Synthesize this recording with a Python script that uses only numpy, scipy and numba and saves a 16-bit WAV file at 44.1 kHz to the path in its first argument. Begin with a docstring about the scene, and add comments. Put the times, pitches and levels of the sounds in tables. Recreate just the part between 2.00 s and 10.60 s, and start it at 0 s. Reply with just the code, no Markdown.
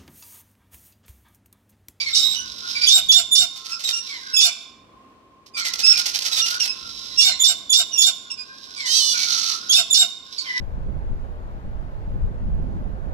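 """A paved path between houses, with a flock of cockatoos a few metres away.
A near bird gives sharp "cheet" calls, whistles that a pulsing membrane breaks into a rasp. Others
whistle mostly falling notes; a young one wheezes, chatters and screeches through its throat resonances.
Paving and walls reflect the calls over distant traffic, a steady whine and a little wind on the
two microphone ports."""
import sys
import numpy as np
from scipy import signal
from scipy.fft import rfft, irfft
from scipy.io import wavfile
from scipy.ndimage import uniform_filter1d, minimum_filter1d
from numba import njit

SR = 44100
rng = np.random.default_rng(int(sys.argv[2]) if len(sys.argv) > 2 else 0)


def waveform_to_disk(signal):
    """Save audio, clipped to [-1, 1], as 16-bit WAV at the path in sys.argv[1]."""
    frames = np.transpose(np.atleast_2d(signal))
    scaled = np.clip(frames, -1, 1) * 32767
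    samples = np.round(scaled).astype(np.int16)
    wavfile.write(sys.argv[1], SR, samples)


N = 379260
TIME = np.arange(N) / SR

# Near bird's calls: start_s, clean_s, rasping_s, first_hz, held_hz,
# whistle_db, octave_db, rasp_db, croak_db
CHEETS = [ (0.125, 0.021, .23, 3697, 3790, -27, -40.5, -19.5, -45.5),
          (0.863, 0.021, 0.13, 3444, 3712, -17.5, -25.5, -15.5, -28.5),
          (1.082, 0.033, 0.11, 3420, 3656, -19, -23, -17, -28.5),
          (1.31, 0.042, 0.11, 3533, 3670, -21, -24.5, -16.5, -29.5),
          (1.835, .02, 0.096, 3794, 3663, -28.5, -35.5, -41, -50.5),
          (2.36, 0.043, .10, 3424, 3665, -22, -23.5, -15, -29),
          (4.315, 0.021, .11, 3874, 3635, -27.5, -40, -31, -48),
          (5.185, 0.021, .12, 3444, 3690, -23.5, -28.5, -16.5, -28),
          (5.39, .05, .10, 3520, 3704, -22, -24, -18, -30.5),
          (5.692, .036, .11, 3467, 3669, -21, -24.5, -17.5, -30.5),
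          (5.972, 0.045, 0.1, 3426, 3650, -21.5, -23, -18.5, -32),
          (7.69, 0.031, .11, 3326, 3650, -21.5, -23.5, -16.5, -27),
          (7.9, 0.041, .12, 3542, 3698, -21, -23.5, -16.5, -28)]
# Its throat resonances in the rasp and in the croak: centre_hz, width_hz, gain_db
RASP_FORMANTS = [(3090, 690, -9), (4455, 500, -1), (5510, 470, 3), (6520, 740, -13.5), (7960, 550, -14.5),
                 (10000, 830, -9)]
CROAK_FORMANTS = [(695, 600, -0.5), (1560, 83, -5), (2356, 350, 0.5), (2996, 130, 4.5)]


def cheets():
    """Subharmonic locking: a membrane at 1/5 of a whistle's frequency rasps over it, then croaks."""
    scoop_hz_per_s, sag_db_per_s, croak_s = 8900, 145, 0.0634
    out = np.zeros(N)
    for start, clean_s, rasping_s, first_hz, held_hz, db, octave_db, rasp_db, croak_db in CHEETS:
        span, t, gate = envelope(start, clean_s + rasping_s, attack_s=0.014, release_s=0.065)
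        rasp_age = np.maximum(t - clean_s, 0)
        onset = np.clip(rasp_age / 0.0029, 0, 1)
        unsettled = np.exp(-(rasp_age / .025) ** 2)
        hz = held_hz + (first_hz - held_hz) * unsettled
        if first_hz < 3420:  # a low opening slides upward
            hz += scoop_hz_per_s * (np.minimum(t, clean_s) - clean_s / 2) * unsettled
        octave = octave_db - 13.5 * onset * np.exp(-(rasp_age / 0.042) ** 4)  # dips as the rasp begins
        upper_db = (db + octave) / 2
        whistle = harmonics(hz, [db, octave, upper_db - 11.5, upper_db - 21.5], hoarseness=0.153)
        # the rasp fades, catches just before the croak, then swells with it
        croak_progress = np.clip(1 + (rasp_age - rasping_s) / croak_s, 0, 1)
        catch_db = -7.5 * np.exp(-((rasp_age - rasping_s + croak_s) / 0.022) ** 2)
        swell_db = 6.5 * np.minimum(croak_progress / 0.45, 1)
        rasp_gain = undb(rasp_db - sag_db_per_s * rasp_age + catch_db + swell_db)
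        rasp = onset * rasp_gain * voice(hz / 5, .1 * np.exp(-rasp_age / 0.088), RASP_FORMANTS)
        croak_hz = hz / 5 * (1 - .15 * croak_progress ** 2)
        croak_gain = np.clip(croak_progress / 0.54, .15, 1) * undb(croak_db)
        croak = onset * croak_gain * voice(croak_hz, 0.11, CROAK_FORMANTS)
        out[span] += gate * (whistle + rasp) + np.sqrt(gate) * croak
    return out


def harmonics(hz, levels_db, hoarseness):
    """Random modulation: tremor in frequency and amplitude broadens each line of a harmonic series."""
    count = len(hz)
    phase = 2 * np.pi * np.cumsum(hz * (1 + .007 * wander(150, count))) / SR
    lines = sum(undb(db + 2.5 * wander(89.6, count)) * np.sin(k * phase)
                for k, db in enumerate(levels_db, 1))
    return np.sqrt(2) * lines * (1 + hoarseness * wander(900, count))


def voice(hz, roughness, formants):
    """Source-filter model: membrane pulses and the breath they gate excite throat resonances."""
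    count = len(hz)
    pulses = membrane_pulses(hz, np.full(count, roughness), rng.standard_normal((count // 20 + 2, 2)))
    breath = uniform_filter1d(pulses, size=24) * rng.standard_normal(count)
    source = unit_rms(pulses) + 0.73 * roughness * unit_rms(breath)
    rings = [undb(db) * resonance(source, centre, 2 * width, stages=2) for centre, width, db in formants]
    return unit_rms(sum((-1) ** k * ring for k, ring in enumerate(rings)))


@njit
def membrane_pulses(hz, roughness, scatter):
    """Jitter and shimmer: one pulse a cycle, with random scatter in its period and size."""
    pulses, phase, cycle = np.zeros(len(hz) + 1), 0., 0
    for i in range(len(hz)):
        step = hz[i] * np.exp(.5 * roughness[i] * scatter[cycle, 0]) / SR
        phase += step
        if phase >= 1:
            phase, cycle = phase - 1, cycle + 1
            size = np.exp(roughness[i] * scatter[cycle, 1])
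            pulses[i] += size * phase / step
            pulses[i + 1] += size * (1 - phase / step)
    return pulses[:-1]


# Farther birds' notes: start_s, length_s, first_hz, last_hz, time_constant_s, level_db, octave_db
WHISTLES = [ (0.0, 0.055, 2348, 2290, 0.14, -35.5, -38.5), (0.055, 0.055, 2240, 2068, 0.13, -31.5, -35),
            (0.332, 0.096, 3000, 2922, 0.045, -35.5, -35), (0.747, .045, 2430, 2260, 0.021, -30, -34.5),
            (0.808, 0.053, 2365, 2395, .03, -31, -27), (0.868, 0.039, 3180, 2995, 0.04, -24, -23),
            (1.711, 0.047, 2785, 2490, 0.044, -42.5, -37.5), (1.919, 0.088, 2845, 2782, 0.13, -37, -33),
            (2.066, 0.14, 2426, 1860, 0.39, -42, -50), (2.326, 0.078, 2780, 2530, 0.041, -37, -26),
            (2.383, .135, 2686, 2282, 0.25, -39, -46), (3.531, .185, 2494, 1893, 0.34, -39, -42),
            (3.821, 0.1196, 2562, 2707, 0.033, -33.5, -22.5), (3.894, .1, 2650, 2350, .1, -36, -36),
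            (4.408, 0.067, 2850, 2814, 0.088, -30.5, -30), (4.593, 0.046, 2997, 2645, 0.036, -32, -26),
            (4.665, 0.058, 2606, 2585, 0.028, -37.5, -34), (5.102, 0.061, 2080, 1844, .1, -57, -43.5),
            (5.169, 0.058, 2698, 2830, 0.0208, -29.5, -22), (5.2, .15, 2412, 2025, 0.198, -39, -32),
            (5.908, 0.12, 2990, 2703, 0.052, -41, -34.5), (6.299, 0.036, 2850, 2570, .03, -38.5, -33),
            (6.367, 0.064, 2380, 2476, 0.027, -48.5, -42.5), (6.75, 0.16, 2470, 1830, 0.24, -40, -43),
            (7.129, 0.13, 2535, 2263, 0.028, -38, -49), (7.76, 0.034, 2710, 2492, 0.033, -33.5, -24),
            (8.375, 0.042, 2325, 2185, 0.052, -56, -28.5), (8.439, 0.16, 2626, 1997, 0.014, -35, -64)]


def whistles():
    """Period doubling: gliding notes carry lines at odd multiples of half their frequency."""
    long_s = .132  # longer notes squawk, with stronger half-frequency lines
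    out = np.zeros(N)
    for start, length, first_hz, last_hz, glide_s, db, octave_db in WHISTLES:
        span, t, gate = envelope(start, length, attack_s=0.24 * min(length, long_s), release_s=0.021)
        hz = first_hz + (last_hz - first_hz) * np.expm1(-t / glide_s) / np.expm1(-length / glide_s)
        half_db = -11.5 if length > long_s else -25.5
        levels_db = [db + half_db - 4.5, db, db + half_db, octave_db,
                     octave_db + half_db + 3.5, octave_db - 18, octave_db + half_db, octave_db - 24]
        out[span] += gate * harmonics(hz / 2, levels_db, hoarseness=0.29)
    return out


# Young bird's throat resonances: centre_hz, width_hz, gain_db
YOUNG_FORMANTS = [(648, 280, -18), (1900, 700, -11), (3436, 1160, -1), (4730, 750, 2), (5340, 1110, 2),
                  (10430, 3500, -10), (14300, 730, -19)]


def young_bird():
    """Aperiodic vibration: one hoarse voice feeds wheezes and chatter; a screech joins them."""
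    hoarse = voice(np.full(N, 680.), roughness=.5, formants=YOUNG_FORMANTS)
    return wheezes(hoarse) + chatter(hoarse) + screech()


# Begging breaths: start_s, length_s, first_db, last_db, windpipe_hz, windpipe_db
WHEEZES = [ (0.0, .4, -35, -35.5, 1420, -55), (0.361, 0.58, -47.5, -30.5, 1477, -48.5),
           (1.498, 0.52, -54, -37.5, 1340, -55), (2.003, 0.39, -39.5, -46, 1474, -54.5),
           (3.548, 1.16, -41, -42, 1381, -46.5), (4.679, 0.545, -45.5, -37.5, 1457, -52.5),
           (6.202, 0.77, -62, -37, 1490, -61.5), (7.116, 0.49, -28.5, -28.5, 1364, -45),
           (7.561, 0.24, -43, -36, 1480, -52), (8.223, .44, -49.5, -36.5, 1450, -58.5)]
# Mouth resonances, breathing in and out: centre_hz, width_hz, gain_db
MOUTH_IN = [(3900, 500, 4), (5170, 600, 2.3)]
MOUTH_OUT = [(4230, 770, 2.9), (5910, 960, 0.48)]


def wheezes(hoarse):
    """Cavity resonance: the mouth colours the hoarse voice while breath noise rings the windpipe."""
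    out = np.zeros(N)
    for start, length, first_db, last_db, pipe_hz, pipe_db in WHEEZES:
        span, t, gate = envelope(start, length, attack_s=0.052, release_s=0.079)
        ring_hz = pipe_hz * (1 + 0.029 * wander(6.5, len(t)))
        pipe = resonance(rng.standard_normal(len(t)), ring_hz, width_hz=100, stages=2)
        mouth = MOUTH_IN if pipe_hz > 1400 else MOUTH_OUT  # the windpipe rings higher breathing in
        rings = sum(undb(db) * resonance(hoarse[span], hz, width) for hz, width, db in mouth)
        throb = undb(first_db + (last_db - first_db) * t / length + 1.3 * wander(35, len(t)))
        pipe_gain = undb(pipe_db + 5 * wander(18, len(t)))
        out[span] += gate * (throb * unit_rms(hoarse[span] + rings) + pipe_gain * pipe)
    return out


# Chatter bursts: start_s, level_db, length_s
CHATTER = [(1.556, -44.5, 0.032), (1.647, -40, 0.021), (1.6874, -40.5, 0.032), (1.792, -37.5, 0.025),
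           (1.831, -35.5, 0.025), (1.871, -32, 0.028), (3.459, -48, 0.019), (3.569, -34, 0.038),
           (3.644, -30.5, 0.041), (3.733, -26, 0.011), (3.785, -27.5, 0.026), (3.8547, -32, 0.09),
           (3.969, -29, 0.038), (4.056, -26, 0.019), (4.089, -26, 0.016), (4.139, -27, 0.029),
           (4.186, -28, 0.01), (4.214, -29.5, 0.019), (4.244, -27, 0.039), (4.313, -28, 0.023),
           (4.357, -28, 0.05), (4.453, -30, 0.047), (4.5024, -25, 0.015), (4.54, -24.5, 0.014),
           (4.598, -21.5, 0.0083), (4.628, -25, 0.017), (4.65, -29, 0.017)]


def chatter(hoarse):
    """Amplitude gating: short envelopes chop the hoarse voice into bursts."""
    attack_s = 0.0075
    out = np.zeros(N)
    for start, db, length in CHATTER:
        t = np.arange(int(1.45 * length * SR)) / SR
        span = slice(int(start * SR), int(start * SR) + len(t))
        gate = np.minimum(t / attack_s, 1) * np.exp(-(t / length) ** 4)
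        out[span] += undb(db) * gate * hoarse[span]
    return out


# Contour of the screech: time_s, pitch_hz, level_db
SCREECH = [(6.85, 555.5, -28.5), (6.884, 618, -29.5), (6.918, 633, -23), (6.984, 659.5, -20.5),
           (7.012, 600.6, -23.5), (7.142, 576.5, -24.5), (7.16, 577.1, -30)]
# Throat resonances in the screech: centre_hz, width_hz, gain_db
SCREECH_FORMANTS = [(646, 600, -13.5), (3045, 350, 2.5), (4390, 1050, 10), (6060, 480, 7),
                    (6900, 2200, -0.5), (10200, 5800, -7.5)]


def screech():
    """Voicing: nearly periodic membrane pulses give one cry a definite pitch."""
    times, hz, db = np.transpose(SCREECH)
    span, t, gate = envelope(times[0], times[-1] - times[0], attack_s=0.013, release_s=0.034)
    cry = voice(np.interp(t + times[0], times, hz), roughness=.028, formants=SCREECH_FORMANTS)
    out = np.zeros(N)
    out[span] = gate * undb(np.interp(t + times[0], times, db)) * cry
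    return out


def early_paths(x, lag_s, bounce_s, bounce_db):
    """Superposition: direct sound, later at the left port, adds to paving and wall reflections."""
    def delayed(seconds):
        return np.pad(x, (int(seconds * SR), 0))[:N]
    wall = undb(-5) * np.array([delayed(wall_s + bounce_s) for wall_s in (.013, .019)])
    left = delayed(lag_s) + undb(bounce_db) * delayed(lag_s + bounce_s)
    right = x + undb(bounce_db) * delayed(1.3 * bounce_s)
    return wall + np.array([left, right])


@njit
def reverberation(x, lags, gain, damping):
    """Multiple reflection between walls: eight coupled delay lines lose treble on every round."""
    lines, dulled, out = np.zeros((8, 8192)), np.zeros(8), np.zeros((2, len(x)))
    for i in range(len(x)):
        for k in range(8):
            dulled[k] += (1 - damping) * (gain[k] * lines[k, (i - lags[k]) & 8191] - dulled[k])
            out[k % 2, i] += dulled[k]
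        coupling = dulled.sum() / 4
        for k in range(8):
            lines[k, i & 8191] = x[i] + dulled[k] - coupling
    return out


# Spectrum of distant traffic: frequency_hz, level_db
TRAFFIC_SPECTRUM = [(15, -37), (25, -27), (62, -10.5), (176, -11.5), (207, -5.5), (293, -6.5), (856, -18),
                    (927, -24), (1060, -3), (1240, -21), (1700, -27), (2500, -26), (15000, -51)]


def traffic():
    """Spatial coherence: slowly swelling noise is most alike at the two ports in the bass."""
    mid, side = (equalise(rng.standard_normal(N), TRAFFIC_SPECTRUM) for _ in range(2))
    side = equalise(side, [(300, -12), (700, -3.5), (3000, 2)])
    return unit_rms(np.array([mid + side, mid - side])) * undb(-54.5 + 1.5 * wander(2.5))


def whine():
    """Narrow-band noise: a sharp resonance is heard as a wavering tone, louder on the right."""
    tone = resonance(rng.standard_normal(N), centre_hz=1058, width_hz=8.2)
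    return undb(-59) * tone * undb([[-1.5], [1.5]])


# Gusts on the ports: peak_s, level_db, half_width_s
GUSTS = [(0.2, -61, 0.73), (1.0, -55.5, 0.33), (1.41, -48, 0.05), (3.9, -61.5, .4), (4.98, -58, 0.2),
         (5.3, -59, 0.097), (5.5, -54.5, .05), (5.769, -53, 0.06), (6.03, -60, 0.051), (7.78, -52, 0.055),
         (8.0, -57, .1), (8.6, -74, .15)]


def wind():
    """Turbulent pressure: a gusty rumble, partly coherent between the ports, stronger on the left."""
    spectrum = [(20, -38.5), (50, -8.5), (90, -18.5), (250, -17), (600, -52.5)]  # frequency_hz, level_db
    gusts = sum(undb(db) * np.exp(-((TIME - peak) / width) ** 2) for peak, db, width in GUSTS)
    mid, side = (unit_rms(equalise(rng.standard_normal(N), spectrum)) for _ in range(2))
    rumble = np.array([mid + 0.44 * side, mid - 0.44 * side])
    flutter = undb(2.5 * wander(9))
    return rumble * (undb(-75) + gusts) * flutter * undb([[2.5], [-3.5]])


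def undb(db):
    """Amplitude ratio of a level in decibels."""
    return 10 ** (np.asarray(db) / 20)


def unit_rms(x):
    """Normalisation to unit mean power."""
    return x / np.sqrt(np.mean(x ** 2))


def wander(rate_hz, count=N):
    """Low-pass noise: random steps, smoothed twice, with a spread near 1."""
    hold = int(SR / rate_hz)
    steps = np.repeat(rng.standard_normal(count // hold + 1), hold)
    return 1.587 * uniform_filter1d(uniform_filter1d(steps, hold), hold)[:count]


def envelope(start, length, attack_s, release_s):
    """Attack, hold and release: a call's span, local time and gain; one at 0 s is already under way."""
    span = slice(int(start * SR), min(int((start + length) * SR), N))
    t = TIME[span] - start
    rise = t / attack_s if start > 0 else np.inf
    ramp = np.clip(np.minimum(rise, (length - t) / release_s), 0, 1)
    return span, t, np.sin(np.pi / 2 * ramp) ** 2


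def equalise(x, curve, power=1):
    """Spectral weighting by a (frequency_hz, gain_db) curve raised to a power."""
    hz, db = np.transpose(curve)
    bins_hz = np.maximum(np.fft.rfftfreq(N, 1 / SR), 1)
    return irfft(rfft(x) * undb(power * np.interp(np.log(bins_hz), np.log(hz), db)), N)


def resonance(x, centre_hz, width_hz, stages=1):
    """Resonators in cascade: each stage steepens the skirts; the result has rms 1."""
    for _ in range(stages):
        x = band_pass(x, centre_hz + np.zeros(len(x)), float(width_hz))
    return unit_rms(x)


@njit
def band_pass(x, hz, width_hz):
    """Second-order state-variable resonator with unit gain at its moving centre."""
    out, band, low = np.empty(len(x)), 0., 0.
    for i in range(len(x)):
        g, damping = np.tan(np.pi * hz[i] / SR), width_hz / hz[i]
        v = (band + g * (x[i] - low)) / (1 + g * (g + damping))
        band, low = 2 * v - band, low + 2 * g * v
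        out[i] = damping * v
    return out


# Level difference between the ports: frequency_hz, left_minus_right_db
PORT_BALANCE = [(60, -14), (110, 0.5), (200, -6), (380, 1), (700, 2.5), (1290, -0.5), (2380, 1),
                (4400, -9.5), (8120, -9), (15000, 12.5)]


def scene():
    """Linear mixing: direct and reflected calls, coloured by each port, add to the background."""
    near, far, young = cheets(), whistles(), young_bird()
    early = (early_paths(near, lag_s=.00015, bounce_s=.003, bounce_db=-0.84)
             + early_paths(far, lag_s=.0003, bounce_s=.005, bounce_db=-1.8)
             + early_paths(young, lag_s=.00035, bounce_s=.002, bounce_db=-2.5))
    lags, t60_s = rng.integers(700, 4000, 8), 0.72
    round_gain = undb(-60 * lags / SR / t60_s)
    tail = reverberation(near + undb(3) * far + young + 1e-18, lags, round_gain, damping=0.31)
    left, right = undb(2) * early + undb(-13) * tail
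    birds = np.array([equalise(left, PORT_BALANCE, 0.54), equalise(right, PORT_BALANCE, -0.52)])
    return birds + traffic() + whine() + wind()


def record(dry):
    """Peak and band limiting: the gain ducks at peaks over a ceiling, and a low-pass cuts the top."""
    ceiling, window, cutoff_hz = .92, int(.004 * SR), 15800
    gain = np.minimum(1, ceiling / np.maximum(np.abs(dry).max(axis=0), 1e-9))
    gain = uniform_filter1d(minimum_filter1d(gain, size=window), size=window)
    return signal.sosfilt(signal.ellip(10, .2, 80, cutoff_hz, fs=SR, output="sos"), gain * dry)


dry = scene()
out = record(dry)
waveform_to_disk(out)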